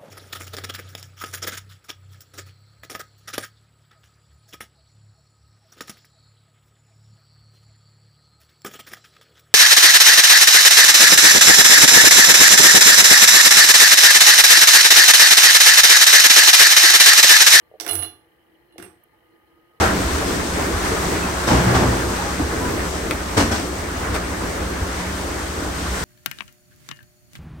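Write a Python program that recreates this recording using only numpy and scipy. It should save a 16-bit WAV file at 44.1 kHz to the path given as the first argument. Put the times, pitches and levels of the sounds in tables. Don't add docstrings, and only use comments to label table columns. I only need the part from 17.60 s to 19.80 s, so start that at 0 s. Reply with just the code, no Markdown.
import sys
import numpy as np
from scipy import signal
from scipy.fft import rfft, irfft
from scipy.io import wavfile

SR = 44100
rng = np.random.default_rng(int(sys.argv[2]) if len(sys.argv) > 2 else 0)


def generate_wav(signal):
    frames = np.transpose(np.atleast_2d(signal))
    scaled = np.clip(frames, -1, 1) * 32767
    pcm = np.round(scaled).astype(np.int16)
    wavfile.write(sys.argv[1], SR, pcm)


N = 97020
TIME = np.arange(N) / SR
BAND_EDGES_HZ = np.geomspace(25, 17000, 29)

LEFT_LAG_SAMPLES = 5
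CUTOFF_HZ = 15750
DIRECT_LIKENESS = 0.18
# frequency in Hz, left-right correlation.
ROOM_LIKENESS = [(80, 0.97), (300, 0.48), (640, 0.67), (1400, 0.041), (4000, 0)]
# frequency in Hz, T60 in seconds.
ROOM_T60 = [(100, 0.61), (500, 0.4), (2500, 0.34), (6000, 0.28), (14000, 0.28)]

# frequency in Hz, level in dB of the white noise before band-filtering.
MOTOR_NOISE = [(25, -65.5), (60, -45.5), (190, -52.5), (400, -50), (800, -54.5), (1500, -59.5),
               (2100, -47.5), (2600, -77), (3400, -69.5), (5000, -73.5), (7000, -82.5), (9500, -73.5),
               (12000, -70), (15500, -70.5)]
# frequency in Hz, left over right in dB.
MOTOR_PAN = [(60, 12), (500, -10.5), (1650, 10.5), (5000, -15), (15000, -2)]
# frequency in Hz, width in Hz, mean level in dB, left over right in dB.
GEAR_TONES = [(475, 49, -71.5, 7.5), (848, 37, -72.5, -18), (2984, 320, -75, -11), (4173, 30, -85, -15)]
# time in seconds, pitch in Hz, level in dB.
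WHINE = [(0, 1177, -73.5), (1.0, 1215, -83), (1.75, 1231, -71), (2.2, 1240, -67)]
# time in seconds, level in dB.
GROWL = [(0, -70), (.85, -68.5), (.98, -58.5), (1.07, -64), (1.16, -53), (1.38, -70.5), (1.66, -69),
         (1.74, -58), (1.8, -65.5), (2.02, -57), (2.2, -74.5)]
GROWL_HZ, GROWL_WIDTH_HZ = 334.2, 32

# start in seconds, level of each mode in dB.
KNOCKS = [(0.114, -49), (0.1388, -44), (0.153, -48.5), (1.158, -54)]
KNOCK_HZ, KNOCK_T60_S = (440, 530, 620, 750), .06

CLACK_HZ = (600, 1800, 6000, 13000)
# start in seconds, then levels in dB at CLACK_HZ before colouring.
CLACKS = [(0.1996, -23, -21.5, -10.5, -29), (0.2088, -20, -23.5, -18.5, -23), (.248, -21, -24.5, -30, -35),
          (0.2641, -21.5, -10, -23.5, -20.5), (0.27, -15, -33.5, -37, -41),
          (0.278, -18.5, -23.5, -19, -23.5), (0.287, -19, -29.5, -24.5, -40), (0.294, -18, -18.5, -23, -25),
          (0.3072, -12.5, -23.5, -40.5, -34.5), (0.331, -18.5, -19.5, -32, -19),
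          (0.353, -19.5, -20.5, -23, -15.5), (0.388, -18, -26.5, -44, -29),
          (0.4246, -19.5, -19.5, -28, -48), (0.446, -31.5, -30.5, -33.5, -28.5),
          (1.181, -24, -25.5, -31, -38.5), (1.199, -40, -23, -42, -45), (1.2253, -27, -25.5, -34, -36),
          (1.241, -36, -29, -69, -54)]
# frequency in Hz, gain in dB.
CLACK_COLOUR = [(50, -28), (100, -2.5), (220, -23.5), (370, -3.5), (700, -7), (1100, -1), (2100, -1),
                (2600, -3.5), (3500, -1.5), (7000, -5), (9000, -1.5), (12000, 2.5), (16000, 1)]
# frequency in Hz, left over right in dB.
CLACK_PAN = [(80, 3.5), (300, 0.5), (640, -3), (1400, -4.5), (3100, -9.5), (6000, -20.5), (14000, -22)]
CRACK_T60_S, SNAP_T60_S = 0.017, 0.0067
TAIL_DB, SNAP_DB = -12.5, -6
METAL_RIPPLE_DB, METAL_FROM_HZ = 5, 6500
# frequency in Hz, level in dB relative to the low clack, T60 in seconds.
HOUSING = [(325, -27, 0.5), (352.1, -33.5, 0.47), (426.5, -29, 0.34), (530, -28.5, 0.14),
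           (682.7, -27.5, 0.18), (722, -30.5, 0.43), (847.5, -32.5, 0.37), (1190, -39, 0.62),
           (1413, -32.5, 0.23), (2117, -27.5, 0.12)]

CHATTER_START_S, CHATTER_END_S, CHATTER_PER_S = .278, .457, 170
CHATTER_DB, CHATTER_FALL_DB_PER_S, CHATTER_SPREAD_DB = -47.5, 61.5, 4.5
# frequency in Hz, level in dB relative to the contact.
CHATTER_MODES = [(4970, -9.5), (6870, -8.5), (7910, 0), (11130, 1), (11650, 2.5), (14280, -1), (14800, -2)]
CHATTER_T60_S, TICK_T60_S = .11, 0.0069
TICK_DB, RAP_DB = 9, 20

# start in seconds, levels in dB of low ring, ping, main ring and shimmer.
CLINKS = [(.288, -30, -30, -26.5, -52), (0.3103, -38.5, -24.5, -19, -42), (.333, -58.5, -42, -30.5, -30.5),
          (0.3533, -62, -44, -23.5, -34.5), (0.39, -40.5, -29.5, -26, -53), (0.42, -39, -30.5, -42, -50),
          (0.43, -36.5, -44.5, -29, -39), (1.124, -63, -79.5, -70.5, -82)]
CASE_HZ = ((2865, 2930, 3470, 3875, 4155), (8980, 9270), (10067, 10451, 10545, 10718, 13517),
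           (8290, 11900, 14508))
# level in dB relative to the family, T60 in seconds.
CASE = [
    [(-1.5, .298), (-1, 0.084), (-7, 0.29), (-14.5, .17), (-4, 0.29)],
    [(-2.5, .04), (-2.5, 0.069)],
    [(-14, .35), (0.5, 0.24), (-13, 0.14), (-14, 0.21), (-20.5, 0.28)],
    [(-1.5, .13), (-1, .12), (-3.5, 0.13)],
]

ROLL_START_S, ROLL_END_S, ROLL_ATTACK_S, ROLL_T60_S = 0.3006, 0.4, 0.063, 0.29
ROLL_HZ, ROLL_DB = 92.3, -37.5

HOPPER_PAN_DB = -10
# start in seconds, level in dB.
HOPPER_CLINKS = [(1.18, -51.5), (1.224, -48.5), (1.238, -48.5)]
# frequency in Hz, level in dB relative to the clink, T60 in seconds.
HOPPER_CASE = [(2440, -5, 0.13), (2750, 2, .09), (8500, -1.5, 0.273), (11150, -2.5, 0.24),
               (14780, -22, 0.13)]
# start in seconds, level in dB.
HOPPER_BUMPS = [(1.186, -50), (1.201, -53.5), (1.244, -52.5)]
# frequency in Hz, level in dB relative to the bump, T60 in seconds.
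HOPPER = [(80.55, -4.5, 0.54), (104.4, 0.5, 0.26), (188.7, -1.5, 0.254), (357.3, 13, 0.18)]

# start in seconds, length in seconds, peak level in dB.
SQUEAKS = [(1.435, 0.0073, -47.5)]
SQUEAK_HZ, SQUEAK_FALL_HZ_PER_S = 13770, 430000


def from_db(db):
    return 10 ** (np.asarray(db) / 20)


def at_hz(points, hz):
    table_hz, values = np.transpose(points)
    return np.interp(np.log(hz), np.log(table_hz), values)


def pan(db):
    gains = from_db([[db / 2], [-db / 2]])
    return gains / np.sqrt(np.mean(gains ** 2))


def drift(rate_hz):
    pole = np.exp(-80 * np.pi * rate_hz / SR)
    noise = rng.standard_normal(N // 40 + 2002)
    slow = signal.lfilter([1], [1, -2 * pole, pole * pole], noise)[2000:]
    return np.interp(np.arange(N) / 40, np.arange(len(slow)), slow / slow.std())


def stereo_noise(alike):
    alike = np.clip(alike, -1, 1)
    mid, side = rng.standard_normal((2, N))
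    return np.sqrt((1 + alike) / 2) * mid + np.sqrt((1 - alike) / 2) * side * np.array([[1], [-1]])


def room_noise(hz):
    return stereo_noise(at_hz(ROOM_LIKENESS, hz))


def band(x, low, high):
    return signal.sosfilt(signal.butter(2, [low, high], "band", fs=SR, output="sos"), x + 1e-18)


def dying(times, dbs, t60):
    blows = np.zeros(N)
    np.add.at(blows, (np.asarray(times) * SR).astype(int), from_db(dbs) ** 2)
    keep = np.exp(-2 * np.log(1000) / (t60 * SR))
    return np.sqrt(signal.lfilter([1], [1, -keep], blows + 1e-18))


def ring(times, dbs, hz, t60, pan_db, waver, kick=0.45):
    nudges = np.cumsum(kick * rng.standard_normal(len(times) + 1))
    turn = rng.uniform(0, 2 * np.pi) + nudges[np.searchsorted(np.sort(times), TIME)]
    both, left, right = (drift(45) + 1j * drift(45) for _ in range(3))
    alike = np.clip(at_hz(ROOM_LIKENESS, hz), 0, 1)
    reflections = np.sqrt(alike) * both + np.sqrt(1 - alike) * np.array([left, right])
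    paths = 1 + waver * reflections
    tone = np.real(paths * np.exp(1j * (2 * np.pi * hz * TIME + turn))) / np.sqrt(.5 + waver ** 2)
    return pan(pan_db) * dying(times, dbs, t60) * tone


def resonance(hz, width):
    tone = band(room_noise(hz), hz - width / 2, hz + width / 2)
    return tone / tone.std()


def motors(flutter_db=0.64, gear_flutter_db=3.5):
    out = from_db(np.interp(TIME, *np.transpose(GROWL))) * resonance(GROWL_HZ, GROWL_WIDTH_HZ)
    for low, high in zip(BAND_EDGES_HZ, BAND_EDGES_HZ[1:]):
        hz = np.sqrt(low * high)
        level = from_db(at_hz(MOTOR_NOISE, hz) + flutter_db * drift(39))
        out = out + pan(at_hz(MOTOR_PAN, hz)) * level * band(room_noise(hz), low, high)
    for hz, width, db, side_db in GEAR_TONES:
        level = from_db(db + gear_flutter_db * drift(60.04))
        out = out + pan(side_db) * level * resonance(hz, width)
    s, hz, db = np.transpose(WHINE)
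    pitch = np.interp(TIME, s, hz) + 9 * drift(29)
    phase = 2 * np.pi * np.cumsum(pitch) / SR
    level = from_db(np.interp(TIME, s, db) + gear_flutter_db * drift(83))
    return out + level * np.sqrt(2) * np.sin(phase)


def knocks():
    s, hit_db = np.transpose(KNOCKS)
    modes = sum(ring(s, hit_db, hz, KNOCK_T60_S, pan_db=-2.5, waver=0.54) for hz in KNOCK_HZ)
    return band(modes, 320, 750)


def clacks():
    s, *levels = np.transpose(CLACKS)
    bins = np.fft.rfftfreq(N, 1 / SR)
    depth_db = METAL_RIPPLE_DB * np.minimum(bins / METAL_FROM_HZ, 1) ** 2
    ripple = from_db(depth_db * drift(45)[:len(bins)] - depth_db ** 2 * np.log(10) / 20)
    out = 0
    for low, high in zip(BAND_EDGES_HZ, BAND_EDGES_HZ[1:]):
        hz = np.sqrt(low * high)
        dbs = np.array([np.interp(np.log(hz), np.log(CLACK_HZ), row) for row in np.transpose(levels)])
        dbs = dbs + at_hz(CLACK_COLOUR, hz)
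        sides = pan(at_hz(CLACK_PAN, hz))
        crack = sides * np.hypot(dying(s, dbs, CRACK_T60_S), dying(s, dbs + SNAP_DB, SNAP_T60_S))
        tail = sides * dying(s, dbs + TAIL_DB, at_hz(ROOM_T60, hz))
        near, far = irfft(rfft([stereo_noise(DIRECT_LIKENESS), room_noise(hz)]) * ripple, N)
        out = out + band(crack * near + tail * far, low, high)
    return out


def housing():
    s, low_db = np.transpose(CLACKS)[:2]
    modes = sum(ring(s, low_db + db, hz, t60, at_hz(CLACK_PAN, hz), waver=0.56) for hz, db, t60 in HOUSING)
    return band(modes, 200, 6300)


def chatter():
    s = np.arange(CHATTER_START_S, CHATTER_END_S, 1 / CHATTER_PER_S)
    jitter, force, *shares = rng.standard_normal((len(s), len(CHATTER_MODES) + 2)).T
    s = s + .5 * jitter / CHATTER_PER_S
    dbs = CHATTER_DB - CHATTER_FALL_DB_PER_S * (s - CHATTER_START_S)
    partials = 0
    for (hz, db), share in zip(CHATTER_MODES, shares):
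        mode_dbs = dbs + db + CHATTER_SPREAD_DB * share
        partials = partials + ring(s, mode_dbs, hz, CHATTER_T60_S, at_hz(CLACK_PAN, hz), waver=0.22)
    hit_dbs = dbs + CHATTER_SPREAD_DB * force
    ticks = dying(s, hit_dbs + TICK_DB, TICK_T60_S) * stereo_noise(DIRECT_LIKENESS)
    raps = dying(s, hit_dbs + RAP_DB, TICK_T60_S) * stereo_noise(DIRECT_LIKENESS)
    return partials + pan(db=-17) * band(ticks, 8000, CUTOFF_HZ) + pan(db=-5) * band(raps, 800, 2400)


def first_case():
    s, *family_dbs = np.transpose(CLINKS)
    out = 0
    for hit_db, pitches, modes in zip(family_dbs, CASE_HZ, CASE):
        for hz, (db, t60) in zip(pitches, modes):
            out = out + ring(s, hit_db + db, hz, t60, at_hz(CLACK_PAN, hz), waver=.3)
    return out


def roll():
    swell = np.clip((TIME - ROLL_START_S) / ROLL_ATTACK_S, 0, 1)
    release = np.exp(-np.log(1000) * np.maximum(TIME - ROLL_END_S, 0) / ROLL_T60_S)
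    tone = np.sqrt(2) * np.sin(2 * np.pi * ROLL_HZ * TIME)
    return pan(db=2.5) * from_db(ROLL_DB) * swell * release * tone


def hopper_case():
    s, hit_db = np.transpose(HOPPER_CLINKS)
    return sum(ring(s, hit_db + db, hz, t60, HOPPER_PAN_DB, waver=0.57) for hz, db, t60 in HOPPER_CASE)


def hopper():
    s, hit_db = np.transpose(HOPPER_BUMPS)
    modes = sum(ring(s, hit_db + db, hz, t60, at_hz(CLACK_PAN, hz), waver=0.64) for hz, db, t60 in HOPPER)
    return band(modes, 75, 610)


def squeaks():
    out = 0
    for s, length, db in SQUEAKS:
        age = np.clip(TIME - s, 0, length)
        phase = 2 * np.pi * np.cumsum(SQUEAK_HZ - SQUEAK_FALL_HZ_PER_S * age) / SR
        out = out + from_db(db) * np.sin(np.pi * age / length) * np.sin(phase)
    return pan(HOPPER_PAN_DB) * out


def scene():
    impacts = knocks() + clacks() + housing() + chatter()
    ringing = first_case() + roll() + hopper_case() + hopper()
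    left, right = motors() + impacts + ringing + squeaks()
    return np.array([np.pad(left, (LEFT_LAG_SAMPLES, 0))[:N], right])


def record(dry):
    return signal.sosfilt(signal.ellip(10, .1, 80, CUTOFF_HZ, fs=SR, output="sos"), dry)


dry = scene()
out = record(dry)
generate_wav(out)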